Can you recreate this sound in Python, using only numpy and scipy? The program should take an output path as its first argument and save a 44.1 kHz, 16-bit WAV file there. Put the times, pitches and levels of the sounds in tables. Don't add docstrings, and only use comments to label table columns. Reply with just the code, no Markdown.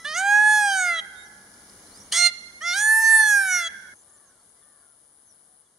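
import sys
import numpy as np
from scipy import signal
from scipy.fft import rfft, irfft, next_fast_len
from scipy.io import wavfile
from scipy.ndimage import uniform_filter1d, map_coordinates

SR = 44100
rng = np.random.default_rng(int(sys.argv[2]) if len(sys.argv) > 2 else 0)


def gain_from_db(level_db):
    decades = np.asarray(level_db, float) / 20
    return 10 ** decades


def wav_out(sig):
    wavfile.write(sys.argv[1], SR, np.round(np.clip(np.atleast_2d(sig).T, -1, 1) * 32767).astype(np.int16))


N = 254898


def unit(x):
    return x / np.sqrt(np.mean(x ** 2) + 1e-20)


def along(points, hz):
    f, value = np.transpose(points)
    return np.interp(np.log(hz + 1), np.log(f + 1), value)


def curves(rows, t):
    s, *columns = np.transpose(rows)
    return [np.interp(t, s, column) for column in columns]


def wobble(rate, count):
    knots = rng.standard_normal(int(count * rate / SR) + 4)
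    return map_coordinates(knots, [np.arange(count) * rate / SR])


def filtered(x, response):
    size = next_fast_len(x.shape[-1] + 8192)
    spectrum = rfft(x, size) * response(np.fft.rfftfreq(size, 1 / SR))
    return irfft(spectrum, size)[..., :x.shape[-1]]


def add(mix, s, sound, pan_db=0):
    room = mix[:, round(s * SR):]
    panned = sound * gain_from_db([[pan_db / 2], [-pan_db / 2]])
    room[:, :sound.shape[-1]] += panned[:, :room.shape[1]]


# f/Hz, level/dB
AIR_FIRST = [(20, -24), (60, -4), (150, -8.5), (200, -1), (250, -6), (500, -8.5), (1200, -11.5),
             (2000, -14), (3200, -19), (5500, -13), (8500, -15), (10500, -12.5), (11500, -25), (15200, -32)]
# f/Hz, level/dB
AIR_AFTER = [(20, -28), (60, -4), (200, -4), (700, -4.5), (1700, -8), (2200, -15), (4000, -13), (6000, -12),
             (8500, -5.5), (10300, 0.5), (11200, -24), (13000, -21), (15200, -45.5)]
# t/s, level/dB
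AIR_LEVEL = [(0, -53), (1, -52.5), (1.5, -53), (2, -50), (2.3, -54), (2.7, -54.5), (3.1, -58), (3.5, -54),
             (3.93, -56), (3.95, -59), (5.78, -62.5)]
# f/Hz, correlation [0-1]
ALIKE = [(25, .75), (60, .94), (120, .99), (300, .95), (600, .93), (1000, .5), (2000, .15), (15000, .1)]
# f/Hz, left-right level/dB
AIR_PAN = [(300, 0), (1500, -4.5), (3000, 0), (6300, -4.5), (9000, 7), (11500, 4), (14000, -11)]


def air(spectrum):
    def angle(hz):
        return np.arccos(np.clip(along(ALIKE, hz), -1, 1)) / 2

    def mid_side(hz):
        return gain_from_db(along(spectrum, hz)) * [np.cos(angle(hz)), np.sin(angle(hz))]

    def lean(hz):
        return gain_from_db(along(AIR_PAN, hz) * np.array([[.5], [-.5]]))

    mid, side = filtered(rng.standard_normal((2, N)), mid_side)
    pair = filtered(np.array([mid + side, mid - side]), lean)
    level_db = curves(AIR_LEVEL, np.arange(N) / SR)[0] + .8 * wobble(2.4, count=N)
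    return gain_from_db(level_db) * unit(pair)


# t/s, level/dB, stroke rate/Hz
CICADA = [(0, -56.5, 146), (1, -57.5, 145), (2.1, -58, 146.9), (2.4, -60, 145), (3.8, -60.5, 145.2),
          (4.24, -59.5, 143.3), (4.27, -75, 139.7), (4.41, -66.5, 141.4), (4.45, -62.5, 147.8),
          (4.7, -59.5, 150.8), (5.2, -60, 145), (5.62, -59.5, 144.7), (5.64, -75, 160), (5.78, -72, 160)]


def cicada():
    db, rate = curves(CICADA, np.arange(N) / SR)
    stroke = np.cumsum(rate) / SR % 1
    shape = np.sin(np.pi * stroke ** 2.0) ** 3.6 * gain_from_db(1.5 * wobble(340, count=N))
    hz = 11100 - 1600 * stroke + 150 * wobble(770, count=N)
    buzz = unit(shape * np.sin(2 * np.pi * np.cumsum(hz) / SR))
    blur = filtered(rng.standard_normal((2, N)), lambda f: 1 / (1 + ((f - 9900) / 600) ** 2) ** 2.0)
    pair = np.array([np.roll(buzz, 5), buzz])
    return gain_from_db(db + [[3.5], [-7]]) * (pair + 0.55 * unit(blur))


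# t/s, level/dB
CRICKET = [(0, -65), (1.7, -78), (2.05, -63.5), (2.5, -73.5), (3.94, -73.5), (4.5, -86.5), (5.78, -86.5)]


def cricket():
    t = np.arange(N) / SR
    train = np.clip(3 * np.sin(2 * np.pi * 4.6 * t) + 1.5, 0, 1)
    pulses = np.clip(np.sin(2 * np.pi * 68 * t), 0, 1)
    tone = np.sin(2 * np.pi * 6400 * t + .8 * wobble(197, count=N))
    return gain_from_db(curves(CRICKET, t)[0] + [[-2], [5]]) * unit(train * pulses * tone)


# f/Hz, level/dB
EARLIER = [(1324, -54.5), (1986, -49.5), (3295, -63.5), (3951, -60.5), (5297, -59.5), (5954, -64.5)]


def earlier_call():
    t = np.arange(N) / SR
    return sum(gain_from_db(db + 4.5 - 60 * t / .6) * np.sin(2 * np.pi * f * t) for f, db in EARLIER)


def whistles(rows, pan_db):
    mix = np.zeros((2, N))
    for s, length, from_hz, to_hz, db in rows:
        u = np.linspace(0, 1, round(length * SR))
        hz = from_hz + (to_hz - from_hz) * u
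        slide = np.sin(np.pi * u) * np.sin(2 * np.pi * np.cumsum(hz) / SR)
        add(mix, s, gain_from_db(db + 6.5) * slide, pan_db)
    return mix


# t/s, length/s, from f/Hz, to f/Hz, level/dB
FINCHES = [(.03, 0.041, 5680, 4950, -60), (1.162, 0.091, 7240, 7400, -64), (1.906, .044, 3950, 4530, -63),
           (1.93, 0.081, 4410, 5660, -57.5), (3.974, 0.039, 6600, 5800, -66.5),
           (4.158, .034, 7000, 5760, -72), (4.39, .04, 4400, 4430, -78), (4.55, 0.044, 4890, 5000, -80),
           (4.539, .098, 1920, 2150, -80), (4.619, .03, 3600, 3280, -74.5),
           (4.782, 0.053, 4750, 4630, -78.5), (5.65, 0.038, 3510, 3300, -77)]


def finches():
    return whistles(FINCHES, 0)


def glide(t, note, arc):
    start, end, settled_hz, flat_hz, rasp = note
    leap_s, leap_hz, slow, sag_s, sag = arc
    settling = flat_hz * np.exp(-(t - start) / .026)
    since, fast_s = np.clip(t - leap_s, 0, None), .04
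    leap = 1 - (1 - slow) * np.exp(-since / fast_s) - slow * np.exp(-since / (4 * fast_s))
    knee = 0.039 * (end - start)
    sagging = sag * knee * np.logaddexp(0, (t - sag_s) / knee)
    pitch = settled_hz - settling + leap_hz * leap - sagging
    calm = 0.018
    locking = rasp * np.exp(-(t - start) / .035)
    slip = .08 * leap_hz / 220 * np.exp(-((t - leap_s - 0.06) / .04) ** 2)
    letting_go = 0.1023 * np.exp((t - end) / .03)
    return pitch, np.clip(calm + locking + slip + letting_go, 0, 1)


def resonances(rows, posture, hz):
    power = sum(gain_from_db(db[posture]) ** 2 / (1 + ((hz - centre) / width) ** 2) ** 1.495
                for centre, width, *db in rows)
    return np.sqrt(power)


# f/Hz, width/Hz, level/dB
BREATH = [
    (1510, 890, -11),
    (3855, 2100, -5.5),
    (6200, 900, -1.5),
    (9100, 1900, 3),
]


def breath(turn, levels):
    puffs = rng.standard_normal(len(turn)) + .3 * rng.standard_normal((2, len(turn)))
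    puffs = puffs * (1.1 + np.cos(turn))
    total = 0
    for (hz, width, db), level in zip(BREATH, levels):
        ring = filtered(puffs, lambda f: 1 / (1 + ((f - hz) / width) ** 2) ** 2)
        total = total + level * gain_from_db(db) * unit(ring)
    return total


# f/Hz, width/Hz, level/dB in each call's posture (three columns)
WINDPIPE = [(799.3, 34, -6.5, -12, -24.5), (1638.5, 117.2, -0.17, -0.9, -0.26), (2085, 74, -7, -1.3, -5.5),
            (2513, 78, -7, -16, -10.5)]
# f/Hz, width/Hz, level/dB in each call's posture (three columns)
THROAT = [(3278, 590, -1.74, 0, -9.5), (4365, 130, -10.5, 10.5, -5.5), (4884, 100, -2.2, -0.5, -9),
          (5715, 190, -5, 2, 1.5), (5990, 92, 4, -6.5, -11.5), (6580, 210, 5, 10.5, 4),
          (8270, 480, 4.5, 5.5, -0.9), (9710, 212, -3.5, -3, 4), (10800, 357, -6.5, -13.5, -3.5),
          (11620, 429, -22.5, -26.5, -13), (13228, 580, -33, -33.5, -19.5)]
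# f/Hz, left lead/rad
LEAD = [(500, 0), (900, .03), (1500, -.6), (2200, -.35), (3500, -.8), (4400, -.6), (6200, -.3), (8200, -.6),
        (9500, -1.2), (12500, -1.9), (15000, -.5)]


def call(note, arc, effort, posture, facing):
    t = np.arange(note[0], note[1], 1 / SR)
    pitch, hoarse = glide(t, note, arc)
    pitch = uniform_filter1d(pitch, 300)
    effort_db, squeeze_db, opening = curves(effort, t)
    turn = 2 * np.pi * np.cumsum(pitch * (1 + 0.074 * hoarse * wobble(450, count=len(t)))) / SR
    k = np.arange(1, 24)[:, None]
    hz = k * pitch
    upper_db = squeeze_db + opening * np.log2(np.minimum(hz, 11000) / 6000)
    fading = (4.7 + 0.042 * k) * np.array([wobble(13.18, count=len(t)) for _ in k])
    gain = resonances(THROAT, posture, hz) * gain_from_db(effort_db + upper_db + fading) * (hz < 15300)
    gain[:3] = resonances(WINDPIPE, posture, hz[:3]) * gain_from_db(effort_db + 0.37 * fading[:3])
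    side = np.array([.5, -.5])[:, None, None]
    phase = k * turn + np.pi / 2 + rng.standard_normal(k.shape) + side * along(LEAD, hz)
    ear = gain_from_db(side * along(facing, hz))
    tone = np.sqrt(2) * np.sum(gain * 2 * ear / ear.sum(0) * np.sin(phase), 1)
    levels = [np.sqrt(np.sum(gain ** 2 / (1 + ((hz - f) / width) ** 2), 0)) for f, width, _ in BREATH]
    noise = breath(turn, levels)
    edge = np.clip(np.minimum(t - t[0], t[-1] - t) / 0.01186, 0, 1)
    return edge * (tone * (1 - .5 * hoarse) + 1.4 * hoarse * noise)


# start t/s, end t/s, settled f/Hz, flat start by f/Hz, hoarseness of the start [0-1]
NOTES = [
    (0.044, 1.008, 624.1, 75.5, 0.14),
    (2.113, 2.309, 707, 130, 0.89),
    (2.607, 3.687, 706.7, 134.5, .05),
]
# break t/s, leap f/Hz, slow share [0-1], sag t/s, sag rate [Hz/s]
ARCS = [
    (0.136, 244, 0.58, .567, 519.4),
    (2.2, 0.5, .3, 2.236, 250.2),
    (2.73, 198, 0.41, 3.168, 481),
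]
# t/s, effort level/dB, squeeze of upper partials level/dB, beak opening as tilt [dB/octave]
EFFORT = [
    [(0.045, -24.5, -28.5, -12.5), (0.135, -20, -28.5, -22.5), (0.18, -17, -19, -4.5),
     (0.24, -21, -26.5, -0.5), (0.4, -15, -28, -1.8), (0.55, -14.5, -23.5, -2), (0.7, -20.5, -19, -5.5),
     (0.9, -17.5, -26, -3.5), (1.01, -25, -29, -29.4)],
    [(2.113, -47.5, -19, -10), (2.125, -26.5, -15, -12.5), (2.17, -23, -9, -5), (2.21, -18.5, -15.5, -4.5),
     (2.27, -20, -9.5, -0.5), (2.3, -34, -19.5, -5)],
    [(2.607, -26, -34.5, -19.5), (2.68, -20.5, -18, -12.5), (2.74, -21, -14, -12), (2.79, -21, -11.5, -3),
     (2.92, -11, -28.5, 7), (3.2, -10, -21, 1.9), (3.36, -19.5, -20.5, 2), (3.56, -17.5, -20, -2.4),
     (3.685, -26, -18.5, -20.5)],
]
# f/Hz, left-right level/dB
FACING = [
    [(700, 1), (1500, -6), (2400, -1), (3500, -2.5), (4500, 1), (6000, -8.5), (7200, -1), (8500, 2),
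     (9500, 4.5), (11000, 14.5), (12500, 5.5), (15000, 6.5)],
    [(700, 1.5), (1500, -4.5), (2100, -4.5), (3500, 2), (4300, -14), (5500, -1), (6500, -7.5), (8500, -7),
     (9500, 6.5), (11000, 8), (12500, -2), (15000, 1.5)],
    [(700, 1), (1700, -5.5), (2500, -2.5), (3600, 3), (4500, -11), (5500, -5.5), (6800, -6.5), (8200, -5),
     (9800, 6), (10800, 14), (12500, 6), (14000, -8)],
]


def peacock():
    bird = np.zeros((2, N))
    for note, *voice in zip(NOTES, ARCS, EFFORT, range(3), FACING):
        add(bird, note[0], call(note, *voice))
    return bird


# f/Hz, decay t/s
GARDEN = [(500, 1.1), (1000, 3.6), (1700, 2.22), (2300, 1), (3000, 0.76), (6000, 1.8), (10000, 0.38)]
# f/Hz, level/dB
ANSWER = [(500, -29), (900, -26), (1700, -19.5), (2300, -20), (3000, -18), (6000, -23.5), (10000, -30)]
# delay t/s, level/dB
ECHOES = [(0.041, -22), (.09, -32.5), (.2, -34), (.345, -33.5), (0.502, -47.5)]


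def garden(bird):
    hz, t, grains = signal.stft(rng.standard_normal((2, 3 * SR // 2)), SR, nperseg=256)
    decay = gain_from_db(-60 * t / along(GARDEN, hz)[:, None])
    decay = decay / np.sqrt(np.sum(decay ** 2, 1, keepdims=True) * 128)
    decay = decay * gain_from_db(along(ANSWER, hz))[:, None]
    tail = signal.istft(grains * decay, SR, nperseg=256)[1]
    tail = np.pad(tail, ((0, 0), (600, 0)))
    walls = np.zeros(tail.shape)
    for s, db in ECHOES:
        add(walls, s, gain_from_db(db) * rng.standard_normal((2, 1500)) * np.hanning(1500) / 12)
    walls = filtered(walls, lambda f: 1 / (1 + ((f - 1500) / 900) ** 2))
    return signal.fftconvolve(bird, tail + walls, axes=1)[:, :N]


# t/s, length/s, from f/Hz, to f/Hz, level/dB
WARBLER = [(1.142, 0.12, 3642, 3755, -58), (1.235, 0.048, 6470, 5300, -62), (1.867, 0.013, 4000, 4190, -62),
           (1.994, .042, 5770, 5700, -56.5), (3.96, .015, 5880, 6650, -65.5),
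           (3.983, 0.052, 7450, 6870, -68), (4.091, .018, 6000, 7300, -67.5), (4.128, .04, 7400, 7000, -67),
           (4.249, 0.064, 6910, 5720, -67.5), (4.478, .03, 6900, 6000, -75),
           (4.706, 0.031, 7240, 7000, -75), (5.25, 0.098, 6800, 5100, -69), (5.477, .1, 741, 739, -76)]


def warbler():
    return whistles(WARBLER, -10.5)


# t/s, level/dB, f/Hz
TICKS = [(1.54, -46, 5000), (1.697, -42, 5100), (1.7, -47, 8800), (1.962, -46, 9000), (1.972, -44, 8500),
         (1.982, -45, 9300), (1.992, -46, 8600)]


def twigs():
    mix = np.zeros((2, N))
    t = np.arange(600) / SR
    for s, db, hz in TICKS:
        ring = np.sin(2 * np.pi * hz * t + .7 * wobble(1500, count=len(t)))
        add(mix, s, gain_from_db(db - 60 * t / .018) * ring)
    return mix


CAWS = [4.07, 4.61]
# delay t/s, length/s, f/Hz, level/dB, third partial share
CROW = [
    (0, .25, 596, -68, 0.89),
    (0.211, .13, 734, -67, .1),
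]


def crow():
    mix = np.zeros((2, N))
    for s in CAWS:
        for after, length, hz, db, third in CROW:
            u = np.linspace(0, 1, round(length * SR))
            pitch = hz * (1 - 0.096 * u ** 2) * (1 + 0.035 * wobble(197.2, count=len(u)))
            turn = 2 * np.pi * np.cumsum(pitch) / SR
            upper = third * (.5 * np.sin(5 * turn / 2) + np.sin(3 * turn))
            voice = 0.22 * np.sin(turn) + np.sin(2 * turn) + upper
            add(mix, s + after, gain_from_db(db) * np.sin(np.pi * u) ** 0.13 * voice)
    return mix


def scene():
    change_s = 3.942
    first = np.clip((change_s - np.arange(N) / SR) / 0.0033, 0, 1)
    bird = peacock()
    first_take = bird + garden(bird) + earlier_call() + air(AIR_FIRST)
    takes = first * first_take + (1 - first) * air(AIR_AFTER)
    return takes + cicada() + cricket() + finches() + warbler() + twigs() + crow()


def band_limit(x):
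    return signal.sosfilt(signal.butter(12, 15850, fs=SR, output="sos"), x)


# f/Hz, width/Hz, level/dB
NOTCHES = [(2590, 135, -25), (7690, 150, -27)]


def record(dry):
    def microphone(f):
        dips_db = sum(db * np.exp(-((f - hz) / width) ** 2) for hz, width, db in NOTCHES)
        return gain_from_db(dips_db) * (f < 15800)

    mix = filtered(dry, microphone)
    return band_limit(mix)


dry = scene()
out = record(dry)
wav_out(out)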